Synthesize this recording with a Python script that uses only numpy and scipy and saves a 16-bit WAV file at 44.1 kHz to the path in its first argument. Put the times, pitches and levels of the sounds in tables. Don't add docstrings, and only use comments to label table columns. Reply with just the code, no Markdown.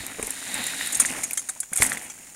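import sys
import numpy as np
from scipy import signal
from scipy.fft import rfft, irfft
from scipy.io import wavfile

SR = 44100
rng = np.random.default_rng(int(sys.argv[2]) if len(sys.argv) > 2 else 0)


def log_audio(samples):
    frames = np.atleast_2d(samples).T
    limited = np.clip(frames, -1, 1)
    pcm = np.round(limited * 32767).astype(np.int16)
    wavfile.write(sys.argv[1], SR, pcm)


N = 103635
T = np.arange(N) / SR
TOP_HZ = 15750


def undb(db):
    return 10 ** (np.asarray(db) / 20)


def unit(x):
    return x / np.sqrt(np.mean(x ** 2))


def burst(x, seconds):
    return x * np.sqrt(abs(seconds) * SR / np.sum(x ** 2))


def add(out, start, x):
    i = max(int(start * SR), 0)
    out[i:i + len(x)] += x[:N - i]


def curve(table, axis=1):
    rows = np.array(table)
    return undb(np.interp(T, rows[:, 0], rows[:, axis]))


def colour(x, points, size=4096):
    hz, db = np.array(points).T
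    grid = np.maximum(np.arange(size // 2 + 1) * SR / size, 1)
    log_gain = np.log(undb(np.interp(np.log(grid), np.log(hz), db)))
    cepstrum = irfft(log_gain)
    cepstrum[1:size // 2] *= 2
    cepstrum[size // 2 + 1:] = 0
    impulse = irfft(np.exp(rfft(cepstrum)))
    return signal.fftconvolve(x, impulse)[:len(x)]


def band(x, low_hz, high_hz, order=2):
    edges = np.clip([low_hz, max(high_hz, low_hz + 10)], 5, SR / 2 - 100)
    return signal.sosfilt(signal.butter(order, edges, "band", fs=SR, output="sos"), x)


def grains(n, per_s, scatter_db):
    size = undb(scatter_db * np.minimum(rng.exponential(size=n), 5))
    hits = rng.random(n) < per_s / SR
    return hits * size * np.sign(rng.standard_normal(n))


def walk(rate):
    return np.interp(T * rate, np.arange(N // 100), rng.standard_normal(N // 100))


# f/Hz, level/dB
YARD_COLOUR = [(25, 2), (250, -2), (1200, -10), (2200, -14), (5600, -16.5), (6850, 12.5), (7600, 4.5),
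               (9300, -7), (11500, -8), (16000, -6)]


def yard():
    level_db = -49.5 + 0.34 * walk(20.8)
    return unit(colour(rng.standard_normal(N), YARD_COLOUR)) * undb(level_db)


# t/s, level/dB
WHIRR_LEVEL = [(0, -37), (.16, -50), (.44, -39.5), (.56, -34), (.68, -32.5), (.765, -37), (.82, -30.5),
               (1.08, -44), (1.4, -79)]
# f/Hz, width/Hz, level before the whirr is levelled/dB
HUB_RESONANCES = [(1916, 420, 4.5), (2870, 1200, -6.5), (3760, 340, 3), (7130, 390, -1), (8900, 1900, -6.5)]


def freewheel():
    pawl_hz, pawl_depth = 174, 0.17
    phase = np.cumsum(pawl_hz * (1 + 0.0473 * walk(9))) / SR % 1
    scrape = rng.standard_normal(N) * (1 + pawl_depth * np.cos(2 * np.pi * phase))
    hub = np.zeros(N)
    for hz, width, db in HUB_RESONANCES:
        rub = rng.permutation(scrape) * 0.77 + scrape
        hub += undb(db) * band(rub, hz - width / 2, hz + width / 2, order=1)
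    return unit(band(hub, 1700, 14200)) * curve(WHIRR_LEVEL)


# t/s, roll level/dB, grit level/dB
TYRE_LEVELS = [(0, -42.5, -44.5), (.15, -42, -43), (.25, -41.5, -39), (.44, -44.5, -38.5), (.58, -36, -39),
               (.76, -41.5, -36.5), (.94, -42, -39.5), (1.03, -36.5, -32), (1.16, -35, -34.5),
               (1.38, -51.5, -42), (1.55, -57, -47.5), (1.71, -59.5, -50), (1.82, -34, -25.5),
               (1.95, -40.5, -38.5), (2.06, -50.5, -45.5), (2.35, -54.5, -48)]
# f/Hz, level/dB
ROLL_COLOUR = [(40, -13), (110, -4), (170, -4), (250, 4), (400, -8), (800, -2.5), (1200, -10.5),
               (2000, -0.5), (3000, -9.5), (5000, -27)]
# f/Hz, level/dB
GRIT_COLOUR = [(800, -16), (2200, -11), (4800, -8.5), (6200, -2), (7100, 1.5), (7900, -2), (9200, 6),
               (11000, -6.5), (13500, -11.5), (16000, -45)]


def tyres():
    roll = unit(colour(grains(N, per_s=1800, scatter_db=2), ROLL_COLOUR)) * curve(TYRE_LEVELS)
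    lumps = undb(1.8 * walk(16))
    grit = unit(colour(grains(N, per_s=3700, scatter_db=3.5), GRIT_COLOUR))
    grit = grit * curve(TYRE_LEVELS, axis=2)
    patches = undb(0.9 * walk(160))
    return (roll * lumps + grit) * patches


def clack(hz):
    t, rise_s = T[:SR // 10], 0.00063
    return t / rise_s * np.exp(1 - t / rise_s) * np.sin(2 * np.pi * hz * t)


def rattle():
    per_s, centre_hz, level_db = 190, 1777, -7
    out = np.zeros(N)
    for when, pitch, size in rng.random((int(per_s * N / SR), 3)):
        octaves = 2 * np.sqrt(pitch) - 4 / 3
        add(out, when * N / SR, size ** 2 * clack(centre_hz * 2 ** octaves))
    return unit(out) * undb(level_db) * curve(TYRE_LEVELS)


# t/s, level/dB, decay/s
BUFFETS = [(0, -41, 0.008), (0.191, -45.5, 0.01), (0.223, -42, 0.011), (0.959, -49, .012),
           (1.135, -67, 0.038), (1.8, -41, 0.024)]


def buffets():
    out, t = np.zeros(N), T[:SR // 3]
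    for start, db, decay in BUFFETS:
        gust = band(rng.standard_normal(len(t)) * np.exp(-t / decay), 24.8, 81, order=3)
        add(out, start, undb(db) * burst(gust, decay))
    return out


# t/s, level before halving/dB, f/Hz, decay/s
THUDS = [(0.035, -31.5, 350, 0.0043), (0.185, -33, 450, 0.013), (0.1963, -20, 374, 0.0018),
         (0.229, -28.5, 434, 0.0064), (0.277, -29.5, 435, 0.0033), (1.103, -32, 252.6, 0.023),
         (1.308, -42.5, 285, 0.0087), (1.493, -40, 782, 0.0098), (1.562, -39, 940, 0.0036),
         (1.718, -37.5, 206, 0.0071), (1.802, -20.5, 140, 0.0037), (1.812, -42.5, 290, 0.0035),
         (1.823, -23.5, 127, 0.0045)]


def thuds():
    shudder_db, shudder_span = -1.5, 2.8
    out, t = np.zeros(N), T[:SR // 3]
    for start, db, hz, decay in THUDS:
        fade = np.exp(-t / decay)
        swing = burst(np.sin(2 * np.pi * hz * t) * fade, decay)
        dirt = rng.standard_normal(len(t)) * np.sqrt(fade)
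        shudder = burst(band(dirt, hz / 2, hz * shudder_span), decay)
        add(out, start, undb(db) * (swing + undb(shudder_db) * shudder) * 0.5)
    return out


# t/s, level/dB, decay/s, upper edge f/Hz
TICKS = [(0.066, -23.5, 0.00065, 12400), (0.2273, -18.5, 0.003, 9700), (.2695, -21, 0.0031, 11200),
         (0.3056, -17.5, 0.0026, 10700), (0.5428, -18, 0.0011, 10300), (.640, -23, 0.0018, 11900),
         (.862, -25, 0.00068, 11900), (0.971, -20.5, 0.0052, 11000), (1.3087, -22.5, 0.0029, 13500)]


def ticks():
    out, t = np.zeros(N), T[:SR // 40]
    for start, db, decay, top_hz in TICKS:
        tick = band(rng.standard_normal(len(t)) * np.exp(-t / decay), 7550, top_hz)
        add(out, start, undb(db) * burst(tick, 0.0016))
    return out


# t/s, level/dB, f/Hz
KNOCKS = [(.228, -21.5, 2350), (.2775, -29, 2170), (.736, -22, 1640), (0.8107, -16.5, 1900),
          (1.0497, -13.5, 1900), (1.0888, -22, 2100), (1.310, -22.5, 2420), (1.3759, -26.5, 1850),
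          (1.4941, -29.5, 1490), (1.632, -33, 1650), (1.7289, -26, 1570), (1.8215, -5, 2070),
          (1.8269, -23, 1860), (1.837, -22.5, 1770), (1.8502, -20, 2060), (1.8897, -24, 1730),
          (1.919, -12.5, 1850), (1.9472, -24.5, 1850), (1.9719, -20.5, 2030), (2.0143, -29.5, 1910)]


def knocks():
    chatter_db, chatter_decay_s = -16.5, 0.0054
    out, t = np.zeros(N), T[:SR // 10]
    for start, db, hz in KNOCKS:
        contacts = grains(len(t), per_s=900, scatter_db=4)
        chatter = unit(band(contacts, hz * 0.3, hz * 2)) * np.exp(-t / chatter_decay_s)
        add(out, start, undb(db) * (clack(hz) + undb(chatter_db) * chatter))
    return out


def modes(push, hz, db, t60):
    poles = np.exp((2j * np.pi * hz - np.log(1000) / t60) / SR)
    total = np.zeros(len(push))
    for gain, pole in zip(undb(db), poles):
        total += gain * unit(signal.lfilter([1], [1, -pole], push).imag)
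    return unit(total)


# t/s, level/dB, length of the scrape/s, frame body level/dB, ring level/dB,
# favoured partial f/Hz (body and ring are relative levels inside the slap)
SLAPS = [(0.666, -23.5, 0.0023, -26, -0.5, 7170), (0.871, -25.5, 0.0033, -11, -15, 9540),
         (0.923, -23, 0.0057, -35, 1, 8450), (.946, -19.5, 0.0059, -49, 6, 8400),
         (.9985, -9.5, 0.0056, -15, 0, 9680), (1.017, -21, 0.0024, -9, -23, 6900),
         (1.054, -22.5, 0.0083, -24, 4, 8850), (1.2341, -21.5, 0.0076, -13, 1.5, 6710),
         (1.332, -21.5, 0.0011, -17.5, -18, 8700), (1.3733, -20, 0.0045, -12.5, 0, 7280),
         (1.391, -26, 0.0027, -14.5, 12, 10500), (1.4875, -24.5, 0.0096, -11.5, 3.5, 9200),
         (1.6019, -20.5, 0.0031, -57, -1.5, 9800), (1.628, -37.5, 0.0075, -5, 3, 7200),
         (1.732, -22.5, 0.0039, -10, -13, 8700), (1.758, -22, 0.0067, -16, -9, 8700),
         (1.774, -16, 0.00065, -38, -6, 8500), (1.781, -27, 0.009, -6.5, -19, 8450),
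         (1.8203, -15.5, 0.0023, -13, -3, 9040), (1.828, -12.5, 0.0034, -18, -9, 9190),
         (1.836, -27, 0.027, -28, -15, 8450), (1.863, -21.5, 0.0031, -35, -19, 9540),
         (1.896, -28, 0.0044, -24, -14, 9700), (1.926, -29, 0.0088, -8.5, -25, 9540),
         (1.973, -33.5, 0.002, -8, -6, 9100), (2.017, -40, 0.036, -8, -7, 9540),
         (2.098, -32, 0.0028, -8, 6, 6080)]
# f/Hz, level/dB
STEEL_MODES = [(6570, 19.5), (6820, 11), (7170, 18), (7480, 18), (7970, 16), (8450, 12.5), (9190, 14.5),
               (9540, 10), (10200, -4), (10500, 6)]
# f/Hz, level/dB
CLINK_COLOUR = [(1000, -50.5), (5600, -16.5), (6800, 3.5), (9200, 12), (11000, 6), (13000, -4.5),
                (16000, -15.5)]
# f/Hz, level/dB
FRAME_MODES = [(800, 4), (1460, 6), (1750, 4), (2220, 11), (3400, 5.5), (5450, 0)]


def chain():
    attack_s, release_s = 0.00014, 0.0037
    steel_t60_s, frame_t60_s = 0.045, 0.024
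    steel_detune_hz, frame_detune = 70, 0.05
    favour_db, mode_scatter_db = 22, 4
    out, t = np.zeros(N), T[:SR // 5]
    steel_hz, steel_db = np.array(STEEL_MODES).T
    frame_hz, frame_db = np.array(FRAME_MODES).T
    for start, level_db, length, body_db, ring_db, favoured_hz in SLAPS:
        env = np.minimum(t / attack_s, 1) * np.exp(-np.maximum(t - length, 0) / release_s)
        push = env * grains(len(t), per_s=5000, scatter_db=-2.5)

        detune, strength = rng.standard_normal((2, len(steel_hz)))
        ring_hz = np.r_[steel_hz + steel_detune_hz * detune, favoured_hz]
        partial_db = np.r_[steel_db + mode_scatter_db * strength, favour_db]
        ring = band(modes(push, ring_hz, partial_db, steel_t60_s), 5700, TOP_HZ)
        clink = unit(colour(push, CLINK_COLOUR))
        metal = unit(clink + undb(ring_db) * ring)

        detune, strength = rng.standard_normal((2, len(frame_hz)))
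        body_hz = frame_hz * (1 + frame_detune * detune)
        body = modes(push, body_hz, frame_db + mode_scatter_db * strength, frame_t60_s)

        slap = band(metal + undb(body_db) * body, 840, 19500)
        add(out, start, undb(level_db) * burst(slap, length + release_s))
    return out


def surroundings(bike):
    level_db, t60_s, delay_s = -19.5, 0.04, 0.007
    t = T[:SR // 2]
    scatter = rng.standard_normal(len(t)) * (t > delay_s) * np.exp(-np.log(1000) * t / t60_s)
    echo = signal.fftconvolve(bike, scatter / np.linalg.norm(scatter))[:N]
    return undb(level_db) * echo


def scene():
    rolling = freewheel() + tyres() + rattle()
    blows = buffets() + thuds() + ticks() + knocks() + chain()
    bike = rolling + blows
    return (bike + surroundings(bike) + yard())[None]


def record(dry):
    rounded = np.tanh(dry)
    return signal.sosfilt(signal.ellip(10, 0.2, 70, TOP_HZ, fs=SR, output="sos"), rounded)


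dry = scene()
out = record(dry)
log_audio(out)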